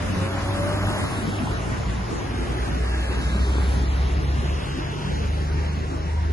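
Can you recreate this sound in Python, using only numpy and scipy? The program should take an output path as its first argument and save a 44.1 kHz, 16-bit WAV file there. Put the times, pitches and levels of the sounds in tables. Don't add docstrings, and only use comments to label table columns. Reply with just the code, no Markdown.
import sys
import numpy as np
from scipy import signal
from scipy.fft import rfft, irfft
from scipy.io import wavfile
from scipy.ndimage import uniform_filter1d, minimum_filter1d, map_coordinates

SR = 44100
rng = np.random.default_rng(int(sys.argv[2]) if len(sys.argv) > 2 else 0)


def amplitude_ratio(level_db):
    exponent = np.asarray(level_db, float) / 20
    return 10 ** exponent


def inscribe(sig):
    pcm = np.round(np.clip(np.atleast_2d(sig).T, -1, 1) * 32767)
    wavfile.write(sys.argv[1], SR, pcm.astype(np.int16))


N = 278712
TIME = np.arange(N) / SR

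# (frequency [Hz], level [dB per Hz])
TYRES = [(71, -30), (120, -5), (397, -3.5), (491, -13), (596, -14.5), (766, -15.5), (1130, -16),
         (1310, -16), (1820, -21.5), (3320, -16.5), (6520, -31.5), (7910, -26.5), (10200, -25),
         (11400, -16), (12100, -75), (15700, -83), (22000, -120)]


def rms_one(x):
    return x / np.sqrt(np.mean(x ** 2) + 1e-20)


def in_time(rows, fade_db=0.):
    s, *columns = np.transpose(rows)
    outside = np.maximum(s[0] - TIME, 0) + np.maximum(TIME - s[-1], 0)
    return [np.interp(TIME, s, c) - fade_db * outside for c in columns]


def at_hz(points, hz):
    point_hz, db = np.transpose(points)
    return np.interp(np.log(hz), np.log(point_hz), db)


def swell(s, length, power):
    return np.exp(-((TIME - s) / (length / 2)) ** power)


def drift(rate):
    r = np.exp(-80 * np.pi * rate / SR)
    white = rng.standard_normal(N // 40 + 2002)
    slow = signal.lfilter([1], [1, -2 * r, r * r], white)[2000:]
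    return np.interp(np.arange(N) / 40, np.arange(len(slow)), rms_one(slow))


def bands(spectrum, low_hz, patchy_db, channels):
    # (frequency [Hz], unevenness [dB])
    lumps = [(100, .8), (180, 2), (350, 2.2), (600, .3), (9000, .3)]
    edges = np.geomspace(low_hz, 13000, 22)
    white = rng.standard_normal((2, channels, N))
    together = drift(4.2)
    for k, (low, high) in enumerate(zip(edges, edges[1:])):
        hz = np.sqrt(low * high)
        flicker = (patchy_db + at_hz(lumps, hz)) * (.4 * together + drift(7))
        band_pass = signal.butter(2, [low, high], "band", fs=SR, output="sos")
        yield hz, amplitude_ratio(at_hz(spectrum, hz) + flicker) * signal.sosfilt(band_pass, white[k % 2])


def narrow(hz, width_hz):
    r = np.exp(-np.pi * width_hz / SR)
    stage = [1, 0, -1, 1, -2 * r * np.cos(2 * np.pi * hz / SR), r * r]
    return rms_one(signal.sosfilt([stage, stage], rng.standard_normal(N)))


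def spaced(x, lead):
    ears = [np.arange(N) + side * lead / 2 for side in (1, -1)]
    return np.array([map_coordinates(x, [at], order=3, mode="nearest") for at in ears])


def drone(rows, orders_db, wobble, flutter_db):
    hz = in_time(rows)[0] * (1 + wobble * drift(6.05))
    phase = 2 * np.pi * np.cumsum(hz) / SR
    level_db = in_time(rows, fade_db=148)[1]
    out = np.zeros(N)
    for k, db in enumerate(orders_db, 1):
        level = np.sqrt(2) * amplitude_ratio(level_db + db + flutter_db * drift(6.0))
        out += level * np.sin(k * phase + k * k)
    return out


def rolling(rows, colour_db, firing_hz, knock, fade_db):
    region_hz = [300, 1200, 4200, 9200]
    near_share = [0.598, 1, 1.01, 1.5]
    load_share = [0.19, 0.082, 0.72, 1.1]
    usual_db = -42.5
    near_db, load_db = in_time(rows, fade_db)[0] - usual_db, in_time(rows)[1]
    pulse = 1 + knock * np.cos(2 * np.pi * np.cumsum(firing_hz) / SR)
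    parts = list(bands(TYRES, 110.4, patchy_db=1.2, channels=1))
    region = [np.argmin(abs(np.log(hz / np.array(region_hz)))) for hz, noise in parts]
    out = np.zeros(N)
    for k, db in enumerate(colour_db):
        noise = rms_one(sum(n[0] for (hz, n), r in zip(parts, region) if r == k))
        level = amplitude_ratio(usual_db + db + near_share[k] * near_db + load_share[k] * load_db)
        out += level * noise * (pulse if k else 1)
    return out


def town():
    # (frequency [Hz], level [dB per Hz])
    colour = [(15, -37), (25, -21.5), (80, -6.5), (225, -13), (398, -19), (668, -19.5), (1340, -24.5),
              (1830, -25.5), (2770, -32.5), (3230, -35.5), (4410, -37), (6500, -38), (7790, -35.5),
              (10400, -74.5), (12100, -88), (15700, -91), (22000, -120)]
    # (time [s], level [dB])
    loudness = [(0.0, -27.5), (6.32, -33)]
    # (frequency [Hz], correlation [-1 to 1])
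    likeness = [(60, 1), (130, 0.81), (270, 0.068), (570, -0.37), (1200, -0.26), (2600, 0.13),
                (11000, -0.055)]
    out = 0
    for hz, (mid, side) in bands(colour, 23.86, patchy_db=1.5, channels=2):
        alike = np.clip(at_hz(likeness, hz), -1, 1)
        out = out + np.sqrt(1 + alike) * mid + np.sqrt(1 - alike) * side * np.array([[1], [-1]])
    return amplitude_ratio(in_time(loudness)[0]) * rms_one(out)


def brake_moans():
    # (time [s], length [s], pitch [Hz], level [dB])
    moan_rows = [
        (4.98, 0.3, 930, -46),
        (5.6, .25, 920, -49),
        (6.15, 0.2, 945, -46),
    ]
    moan = sum(amplitude_ratio(db) * narrow(hz, width_hz=70) * swell(s, length, 4) for s, length, hz, db in moan_rows)
    return moan * amplitude_ratio(np.array([[-2.5], [1.5]]))


def right_lanes():
    # (time [s], level [dB], lead of the left microphone [samples])
    passing = [(0, -45.5, -9.5), (1.5, -42.5, -8.5), (2.3, -54.5, -13), (3.2, -39.5, -21.5),
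               (4.5, -46.5, -21.5), (5.5, -49.5, -25), (6.32, -61, -6.5)]
    # (time [s], pitch [Hz], level [dB])
    leaving = [
        (0, 594, -38.5),
        (.12, 603, -47.5),
        (.2, 580, -52),
    ]
    level_db, lead = in_time(passing)
    roar = rms_one(sum(n[0] for hz, n in bands(TYRES, 401, patchy_db=1.5, channels=1)))
    whine = drone(leaving, [0], wobble=0.0051, flutter_db=2.0)
    return spaced(amplitude_ratio(level_db) * roar + whine, lead) + brake_moans()


def idling_car():
    # (time [s], firing rate [Hz], level [dB])
    firing = [(0, 25, -30), (.5, 25.14, -45), (.8, 25.23, -35), (1.0, 25.2, -41), (1.3, 25.08, -36),
              (1.6, 25.5, -25), (2.2, 24.95, -31), (2.5, 25.22, -31), (2.9, 25.1, -28.5), (3.3, 25.27, -26),
              (3.8, 25.27, -24.5), (4.5, 24.59, -24.5), (4.95, 24.9, -33), (5.25, 24.91, -23),
              (5.7, 24.75, -29), (6.32, 25.09, -27.5)]
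    orders_db = [-29, -8.5, -10.5, -11.5, -23.5, -20.5, -18]
    return drone(firing, orders_db, wobble=0.0041, flutter_db=1.5)


def bed_jolts():
    # (time [s], peak [dB], left over right [dB], thud share [dB])
    seam_hits = [
        (1.472, -16, 7, -20),
        (3.582, -22, 11, -6),
        (3.62, -24, -1, -5),
    ]
    # (frequency [Hz], level [dB], decay by 60 dB [s])
    modes = [(263, -27, .03), (400, 7.5, 0.015), (873, -10, 0.024), (976, -8, 0.02), (1440, -20.5, 0.015)]
    out = np.zeros((2, N))
    spreads = rng.normal(0, 0.34, (len(seam_hits), len(modes)))
    for (s, peak_db, pan_db, thud_db), spread in zip(seam_hits, spreads):
        t = np.maximum(TIME - s, 0)
        rise = 1 - np.exp(-t / 0.0022)
        pan = amplitude_ratio(pan_db / 2 * np.array([[1], [-1]]))
        for (hz, db, t60), own_db in zip(modes, spread):
            level = amplitude_ratio(peak_db + 7.5 + db + own_db + thud_db * (hz < 600) - 60 * t / t60)
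            out += rise * level * np.sin(2 * np.pi * hz * t) * pan
    return out


def flatbed_truck():
    # (time [s], firing rate [Hz], level [dB])
    engine = [(0, 92.4, -33.5), (.3, 94.7, -29.5), (.5, 96.86, -30.5), (.75, 99.6, -28.5),
              (.92, 99.76, -30.5), (1.05, 102.6, -45.5), (1.33, 100.9, -29.5), (1.5, 101.7, -44),
              (2.3, 102.5, -58)]
    orders_db = [2, -8.5, -10.5]
    # (time [s], pitch [Hz], level [dB])
    gears = [(.1, 526, -50), (.2, 535, -38), (.6, 575, -38), (.97, 610, -38), (1.06, 618, -50)]
    # (time [s], tyre level [dB], engine load [dB])
    roll = [(0, -48, -1), (.27, -32, -17.5), (.96, -27, -18), (1.1, -30, -16.5), (1.3, -34, -15.5),
            (1.75, -31, -36), (1.88, -42.5, -29.5), (2.04, -40, -16), (2.6, -31, -21)]
    colour_db = [2, -3.5, 0, -3]
    # (time [s], lead of the left microphone [samples])
    bearing = [(0, 4.5), (.3, 6.2), (.55, 6.6), (1.05, 6.9), (1.15, 9.6), (1.8, 13), (2.5, 18), (3.7, 23)]
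    truck = drone(engine, orders_db, wobble=0.006, flutter_db=1.5)
    truck += drone(gears, [0, -10], wobble=0.006, flutter_db=3.5)
    truck += rolling(roll, colour_db, in_time(engine)[0], knock=0.08, fade_db=28.0)
    return spaced(truck, *in_time(bearing))


def fan_whirrs():
    # (time [s], length [s], centre [Hz], width [Hz], level [dB])
    whirr_rows = [
        (3.149, 0.84, 1664, 249.5, -39.5),
        (3.551, 0.87, 4360, 477.8, -53),
        (4.674, 0.92, 2778, 300.7, -48.5),
    ]
    return sum(amplitude_ratio(db) * narrow(hz, width) * swell(s, length, 2) for s, length, hz, width, db in whirr_rows)


def box_truck():
    # (time [s], firing rate [Hz], level [dB])
    engine = [(0, 48.5, -48), (.6, 50.9, -40), (.85, 53.78, -28), (1.05, 52.1, -46), (1.3, 54.05, -34),
              (1.65, 56.56, -46), (1.95, 56.8, -23.5), (2.15, 58.07, -43), (2.35, 58.76, -30),
              (2.82, 60.55, -22), (3.24, 62.33, -25), (3.42, 63.8, -19), (3.63, 65.3, -18.5),
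              (4.43, 69.1, -22), (4.75, 70.54, -37.5), (5.0, 72.52, -36.5), (5.25, 73.1, -26.5),
              (5.62, 75.75, -25), (5.86, 75.63, -27.5), (6.2, 77, -23.5), (6.32, 77.4, -20.5)]
    orders_db = [-1.5]
    # (time [s], level [dB])
    intake_level = [(.8, -50), (1.3, -36), (2.3, -36), (2.8, -44), (3.5, -39), (4.3, -35), (4.6, -38),
                    (4.9, -33), (5.3, -38), (5.8, -37), (6.1, -44), (6.32, -44)]
    # (time [s], tyre level [dB], engine load [dB])
    roll = [(1.8, -52.5, -9), (2.3, -47, 4), (2.9, -47, 12), (3.3, -43, 7), (3.7, -42, 5.5),
            (4.2, -43.5, 2), (4.7, -46, 12), (5.1, -45.5, 11.5), (5.8, -46, 6), (6.32, -45, -1)]
    colour_db = [6, 3, -6, -35.5]
    # (time [s], lead of the left microphone [samples])
    bearing = [(0, 1), (2.2, 5.6), (2.6, 6.2), (3.1, 7), (3.45, 9), (3.9, 12.2), (4.2, 13.3), (4.6, 16.3),
               (5.1, 17.6), (5.5, 19), (6.32, 20)]
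    truck = drone(engine, orders_db, wobble=0.005, flutter_db=.8)
    engine_s, firing_hz = np.transpose(engine)[:2]
    intake = [(s, 2 * np.interp(s, engine_s, firing_hz), db) for s, db in intake_level]
    truck += drone(intake, [0], wobble=0.0062, flutter_db=0.5)
    truck += rolling(roll, colour_db, in_time(engine)[0], knock=0.054, fade_db=-4.5)
    return spaced(truck + fan_whirrs(), *in_time(bearing))


def scene():
    background = town() + right_lanes() + idling_car()
    return background + bed_jolts() + flatbed_truck() + box_truck()


def colour_sides(dry):
    # (frequency [Hz], width [Hz], level [dB])
    port_ring = (5450, 300, -56)
    # (frequency [Hz], side over mid [dB])
    side_over_mid = [(250, 0), (700, -1), (2500, -1.5), (4900, 0), (5700, 1), (6500, -2), (7100, -1.5),
                     (7800, 3.5), (8600, 2), (9400, 2.5), (10000, -2), (10700, -3.5), (12000, -4)]
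    # (frequency [Hz], left over right [dB])
    port_balance = [(60, -.1), (110, .2), (190, 0.5), (350, -1), (620, 3.0), (1120, 2.0), (2010, 0),
                    (3610, -1.0), (6490, -1.5), (11600, 0.5)]
    treble_from_hz, treble_lag_s = 5200, .025
    ring_hz, width_hz, ring_db = port_ring
    ring = amplitude_ratio(ring_db) * narrow(ring_hz, width_hz) * np.array([[-.3], [1]])
    left, right = rfft(dry + ring)
    hz = np.maximum(np.arange(len(left)) * SR / N, 1)
    right = right * np.exp(-2j * np.pi * treble_lag_s * np.maximum(hz - treble_from_hz, 0))
    tilt, lean = amplitude_ratio(at_hz(side_over_mid, hz) / 2), amplitude_ratio(at_hz(port_balance, hz) / 2)
    mid, side = (left + right) / 2 / tilt, (left - right) / 2 * tilt
    return irfft(np.array([(mid + side) * lean, (mid - side) / lean]), N)


def thin_stereo(pair):
    edges_hz = np.r_[np.geomspace(450, 6000, 40),
                6350, 6700, 7100, 7550, 8250, 9000, 9650, 10300, 11000, 11400, 11800]
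    # (frequency [Hz], floor over the stronger band's mean [dB])
    line_floor = [(400, -22), (1000, -13), (2000, -8), (3200, -4.5), (5000, -4.5), (7500, -6), (9600, -6),
                  (11000, -4), (11800, 1)]
    mute_below_db, mute_scatter_db, top_leak_db, floor_scatter_db = -6, 5, -60, 3.5
    treble_eager_db, bass_spared_db = 1, 3
    shift = 293
    padded = np.pad(pair, ((0, 0), (shift, 0)))
    hz, s, z = signal.stft(padded, SR, "cosine", nperseg=2048)
    band = np.searchsorted(edges_hz, hz)
    band_top = np.r_[edges_hz, SR][:, None, None]
    treble, bass = band_top > 6500, band_top < 2000
    power = np.array([np.sum(abs(z[:, band == k]) ** 2, axis=1) for k in range(band.max() + 1)]) + 1e-20
    power = uniform_filter1d(power, size=2)
    under_db = 10 * np.log10(power / power[:, ::-1])

    chance = rng.standard_normal((len(power), 1, len(s)))
    chance = chance + 2 * treble * rng.standard_normal(len(s))
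    scatter_db = mute_scatter_db * uniform_filter1d(chance, size=2) / (1 + .5 * treble)
    limit_db = mute_below_db + treble_eager_db * treble - bass_spared_db * bass + scatter_db
    keep = (under_db > np.minimum(limit_db, 0)) * 1.
    keep = minimum_filter1d(keep, size=2)
    keep[0], keep[-1] = 1, amplitude_ratio(top_leak_db)

    scatter = amplitude_ratio(floor_scatter_db * rng.standard_normal((len(power), len(s))))
    mean = (power.max(axis=1) / np.bincount(band)[:, None] * scatter)[band]
    strong = abs(z) ** 2 > mean * amplitude_ratio(2 * at_hz(line_floor, np.maximum(hz, 1)))[:, None]
    thinned = z * strong * keep[band].transpose(1, 0, 2)
    return signal.istft(thinned, SR, "cosine", nperseg=2048)[1][:, shift:shift + N]


def high_whistle():
    # (time [s], length [s], pitch [Hz], level [dB])
    whistle_row = (5.9, .35, 12240, -76)
    s, length, hz, db = whistle_row
    return amplitude_ratio(db) * narrow(hz, width_hz=40) * swell(s, length, 8)


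def low_pass(x):
    return signal.sosfilt(signal.butter(12, 12250, fs=SR, output="sos"), x)


def record(dry):
    left, right = colour_sides(dry)
    mid, side = thin_stereo(np.array([left + right, left - right]) / 2)
    mix = np.array([mid + side + high_whistle(), mid - side])
    return low_pass(mix)


dry = scene()
out = record(dry)
inscribe(out)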